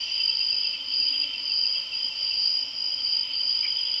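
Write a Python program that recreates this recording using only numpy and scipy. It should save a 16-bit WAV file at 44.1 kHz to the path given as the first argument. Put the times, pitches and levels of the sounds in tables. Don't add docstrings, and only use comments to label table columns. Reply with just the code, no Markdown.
import sys
import numpy as np
from scipy import signal
from scipy.fft import rfft, irfft, next_fast_len
from scipy.io import wavfile
from scipy.ndimage import map_coordinates

SR = 44100
rng = np.random.default_rng(int(sys.argv[2]) if len(sys.argv) > 2 else 0)


def store_pcm(level_fs):
    pcm = np.round(np.clip(level_fs, -1, 1) * 32767).astype(np.int16)
    wavfile.write(sys.argv[1], SR, np.atleast_2d(pcm).T)


N = 176400


def amp(db):
    return 10 ** (np.asarray(db) / 20)


def unit(x):
    return x / np.sqrt(np.mean(x ** 2) + 1e-20)


def curves(rows):
    times, *columns = np.transpose(rows)
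    return [np.interp(np.arange(N) / SR, times, column) for column in columns]


def wobble(rate):
    return map_coordinates(rng.standard_normal(1024), [np.arange(N) * rate / SR], mode="wrap")


def noise(colour):
    hz, db = np.transpose(colour)
    size = next_fast_len(N + SR // 2)
    bin_hz = np.fft.rfftfreq(size, 1 / SR)
    gain = amp(np.interp(np.log(bin_hz + 1), np.log(hz), db))
    spectrum = rfft(rng.standard_normal(N), size)
    return unit(irfft(spectrum * gain, size)[:N])


def add(out, x, start_s):
    i = max(round(start_s * SR), 0)
    out[i:i + len(x)] += x[:max(N - i, 0)]


def forest(x, echo_db):
    fade_s = 0.26
    t = np.arange(SR // 2) / SR
    tail = rng.standard_normal(len(t)) * amp(-60 * t / fade_s)
    echo = unit(signal.fftconvolve(x, tail)[:N]) * x.std()
    return (x + amp(echo_db) * echo) / np.hypot(1, amp(echo_db))


def note(hz, length_s, sag_hz):
    progress = np.arange(0, 1, 1 / (length_s * SR))
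    pitch_hz = hz - sag_hz * (progress - .5)
    cycles = np.cumsum(pitch_hz) / SR + rng.random()
    return np.sin(np.pi * progress) ** 2 * np.sin(2 * np.pi * cycles)


def insects(group, duty, sag_hz, scatter_hz, uneven, scatter_db, echo_db, starts=()):
    glide_s = 0.028
    total = np.zeros(N)
    for hz, rate, db in group:
        voice = np.zeros(N)
        now = rng.random() / rate
        for gap_luck, pitch_luck, level_luck in rng.standard_normal((256, 3)):
            flat_hz = sum(drop * np.exp((start - now) / glide_s) for start, drop in starts if now > start)
            stroke = note(hz - flat_hz + scatter_hz * pitch_luck, duty / rate, sag_hz)
            add(voice, amp(scatter_db * level_luck) * stroke, now)
            now += np.exp(uneven * gap_luck) / rate
        total += amp(db) * unit(forest(voice, echo_db))
    return total


# start in seconds, length in seconds, level in dB, pulses a second.
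NEAR_TRILLS = [(0.124, .18, -18.5, 51.2), (.333, .26, -20, 51.2), (.936, .32, -19, 52.7),
               (1.468, .35, -23.5, 54), (1.935, .16, -20.5, 53), (2.172, .18, -22, 51.2),
               (2.387, .25, -20.5, 53.2), (2.767, .19, -22, 50.8), (3.038, .18, -21, 52),
               (3.339, .28, -20, 51.4), (3.645, .35, -24.5, 47)]


def near_cricket():
    pitch_hz, pulse_s = 4837, .018
    rise_db, rise_s = 5, 0.025
    out = np.zeros(N)
    for start, length, db, rate in NEAR_TRILLS:
        for age in np.arange(0, length, 1 / rate):
            level_db = db - rise_db * np.exp(-age / rise_s) + rng.normal(0, 1)
            pulse = note(pitch_hz + rng.normal(0, 11), pulse_s, sag_hz=25)
            add(out, amp(level_db) * pulse, start + age - pulse_s / 2)
    return forest(out, echo_db=-8.5)


# pitch in Hz, pulses a second, level within the group in dB.
LOWER_CRICKETS = [(4711, 50.5, -1.5), (4658, 43, -7.5), (4805, 48, -7), (4526, 65, -16)]
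HIGHER_CRICKETS = [(4964, 51, -3.5), (4882, 48, -2), (5022, 48, -6)]
# time in seconds, relative level in dB.
LOWER_SWELL = [(0.0, -27), (0.03, -29), (0.07, -38.5), (0.13, -34.5), (0.3, -30.5), (0.7, -30.5),
               (0.82, -44.5), (0.95, -29), (1.09, -26.5), (1.14, -41), (1.22, -35), (1.31, -41),
               (1.56, -26), (1.83, -36), (1.84, -39.5), (2.06, -41), (2.13, -49), (2.16, -35.5),
               (2.46, -25), (2.64, -45), (2.67, -43), (2.94, -39), (2.99, -34), (3.05, -27.5), (3.2, -34),
               (3.27, -47), (3.35, -30.5), (3.51, -31), (3.83, -44), (4.0, -26.5)]
HIGHER_SWELL = [(0.0, -41), (0.07, -42), (0.15, -36), (0.67, -27), (0.7, -34), (0.81, -44), (0.95, -29.5),
                (1.08, -26.5), (1.14, -39.5), (1.2, -34), (1.32, -41), (1.56, -27.5), (1.73, -27.5),
                (1.87, -43.5), (2.06, -32), (2.14, -46), (2.21, -37.5), (2.55, -27), (2.67, -40.5),
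                (2.94, -30), (2.97, -36), (3.06, -31), (3.2, -29.5), (3.32, -37), (3.35, -37.5), (3.5, -29),
                (3.55, -30.5), (4.0, -30)]
# start in seconds, how far below in Hz.
LOWER_STARTS = [(.865, 120), (2.135, 60), (3.305, 260)]


def neighbour_crickets():
    lower_db, = curves(LOWER_SWELL)
    higher_db, = curves(HIGHER_SWELL)
    lower = insects(LOWER_CRICKETS, duty=0.86, sag_hz=70, scatter_hz=11, uneven=.03,
                    scatter_db=2.4, echo_db=-3.5, starts=LOWER_STARTS)
    higher = insects(HIGHER_CRICKETS, duty=0.99, sag_hz=70.5, scatter_hz=7.9, uneven=.03,
                     scatter_db=1.0, echo_db=-2)
    return amp(-1.35) * (amp(lower_db) * lower + amp(higher_db) * higher)


# pitch in Hz, pulses a second, level within the group in dB.
CHORUS_INSECTS = [(3061, 21, -5), (3145, 13, -6), (3090, 34, -6.5), (2998, 37, -9.5)]
# time in seconds, relative levels in dB of its high and low parts.
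CHORUS_SWELL = [(0, -45.5, -34.5), (.6, -49, -38), (.8, -50.5, -37), (1.3, -51.5, -35.5), (1.55, -50, -40),
                (2.0, -48, -37.5), (2.45, -47, -39), (2.7, -50.5, -40), (3.1, -49, -39.5),
                (3.33, -55, -37.5), (3.5, -48.5, -38), (4, -48.5, -38)]
# frequency in Hz, relative level in dB.
LOW_HAZE_COLOUR = [(1500, -43), (1950, -20.5), (2350, -12.5), (2640, -5.5), (2830, -3), (3080, 5),
                   (3300, -10.5), (3600, -18), (4000, -17.5), (4500, -42.5), (9000, -120)]
HIGH_HAZE_COLOUR = [(3800, -37.5), (4300, -3), (4600, 0.5), (4900, 8), (5200, 6.5), (5400, -3),
                    (5650, -6.5), (6100, -12), (6500, -35.5), (7100, -19), (8500, -47.5), (12000, -120)]


def insect_chorus():
    high_db, low_db = curves(CHORUS_SWELL)
    pulses = insects(CHORUS_INSECTS, duty=0.59, sag_hz=70.5, scatter_hz=22, uneven=.22,
                     scatter_db=2, echo_db=-2)
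    low_haze = amp(-2.5 + 1.2 * wobble(7)) * noise(LOW_HAZE_COLOUR)
    high_haze = amp(5.5) * noise(HIGH_HAZE_COLOUR)
    return amp(low_db) * (pulses + low_haze) + amp(high_db) * high_haze


# middle of the peep in seconds, level in dB.
LOW_PEEPS = [(.088, -35), (.203, -33.5), (.298, -32), (.41, -34.5), (.533, -32.5), (.654, -32.5),
             (.748, -32), (.934, -37.5), (1.025, -34), (1.14, -35), (1.235, -32.5), (1.352, -33),
             (1.508, -35), (1.654, -35), (1.76, -35), (1.932, -32), (2.122, -36.5), (2.32, -35.5)]
HIGH_PEEPS = [(.078, -42), (.2, -46), (.33, -44), (.495, -41.5), (.63, -38.5), (.785, -42.5), (.93, -41.5),
              (1.1, -39), (1.24, -41.5), (1.505, -45), (1.76, -46), (1.97, -47), (3.42, -53), (3.505, -39),
              (3.59, -41), (3.68, -38.5), (3.77, -41), (3.86, -37), (3.945, -35.5)]


def peeper(peeps, hz, length_s, sag_hz, scatter_hz, echo_db):
    out = np.zeros(N)
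    for middle_s, db in peeps:
        peep = note(hz + rng.normal(0, scatter_hz), length_s, sag_hz)
        add(out, amp(db) * peep, middle_s - length_s / 2)
    return forest(out, echo_db)


# start in seconds, level in dB.
RASP_STROKES = [(3.627, -34), (3.646, -33.5), (3.687, -45)]
# frequency in Hz, relative level in dB.
RASP_COLOUR = [(500, -61), (1200, -17.5), (1600, -29), (2050, -11), (2340, 4.5), (2600, -7.5), (3200, -21),
               (4500, -62), (9000, -120)]


def rasp():
    rise_s, fade_s = 0.0021, 0.14
    loudness = np.zeros(N)
    for start, db in RASP_STROKES:
        age = np.maximum(np.arange(N) / SR - start, 0)
        rise = 1 - np.exp(-age / rise_s)
        loudness += rise * amp(db - 60 * age / fade_s)
    return loudness * noise(RASP_COLOUR)


# start in seconds, length in seconds, pitch in Hz,
# pitch scatter in Hz, each cricket's level at its loudest in dB.
FAR_TRILLS = [(-.08, 0.24, 5770, 25, -52.5), (1.95, 1.32, 5376, 85, -51)]
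FAR_PULSE_RATES = [52, 47, 54]


def far_crickets():
    out = np.zeros(N)
    for start, length, hz, scatter_hz, db in FAR_TRILLS:
        progress = np.clip((np.arange(N) / SR - start) / length, 0, 1)
        trio = [(hz, rate, 0) for rate in FAR_PULSE_RATES]
        trill = insects(trio, duty=.7, sag_hz=250, scatter_hz=scatter_hz, uneven=0.091,
                        scatter_db=3.0, echo_db=2.5)
        out += amp(db) * np.sin(np.pi * progress) * trill
    return out


# frequency in Hz, relative level in dB.
KNOCK_COLOUR = [(120, -34), (200, -2.5), (280, 2), (420, -22), (2000, -120)]


def knock():
    start_s, rise_s, peak_db = 2.04, .007, -55.5
    rise_times = np.maximum(np.arange(N) / SR - start_s, 0) / rise_s
    return amp(peak_db) * rise_times * np.exp(1 - rise_times) * noise(KNOCK_COLOUR)


# frequency in Hz, relative level in dB.
AIR_COLOUR = [(20, -29.5), (30, -18), (45, -2), (90, 1), (160, -4), (230, -4), (400, -8.5), (490, -4.5),
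              (565, 2.5), (620, -2), (760, -5), (895, 0.5), (1020, -1), (1180, -6.5), (1350, -1.5),
              (1600, -9), (2200, -4), (4000, -17), (7200, -17), (8600, -26), (10600, -33), (13500, -28.5),
              (15600, -29.5)]
DRONE_COLOUR = [(20, -68.5), (180, -33), (255, -7.5), (285, -1.5), (310, -9.5), (400, -45), (2000, -120)]
# time in seconds, relative level in dB.
DRONE_SWELL = [(0, -72), (.8, -64.5), (1.05, -55.5), (1.5, -63.5), (1.8, -75.5), (2.3, -75), (2.75, -63),
               (3.5, -65), (4, -70)]


def night_air():
    drone_db, = curves(DRONE_SWELL)
    air = amp(-53.5 + 0.25 * wobble(6)) * noise(AIR_COLOUR)
    drone = amp(drone_db - 1.0) * noise(DRONE_COLOUR)
    return air + drone


def scene():
    low_peeps = peeper(LOW_PEEPS, hz=2697, length_s=.052, sag_hz=239, scatter_hz=18, echo_db=-1.0)
    high_peeps = peeper(HIGH_PEEPS, hz=3388, length_s=.036, sag_hz=-280, scatter_hz=25, echo_db=-1.5)
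    insect_song = near_cricket() + neighbour_crickets() + far_crickets() + insect_chorus()
    return (insect_song + low_peeps + high_peeps + rasp() + knock() + night_air())[None]


def record(dry):
    fade_s, top_hz = .004, 15650
    fade = np.minimum(np.arange(N) / (fade_s * SR), 1)
    treble_cut = signal.ellip(12, .1, 90, top_hz, fs=SR, output="sos")
    return signal.sosfilt(treble_cut, dry * fade * fade[::-1])


dry = scene()
out = record(dry)
store_pcm(out)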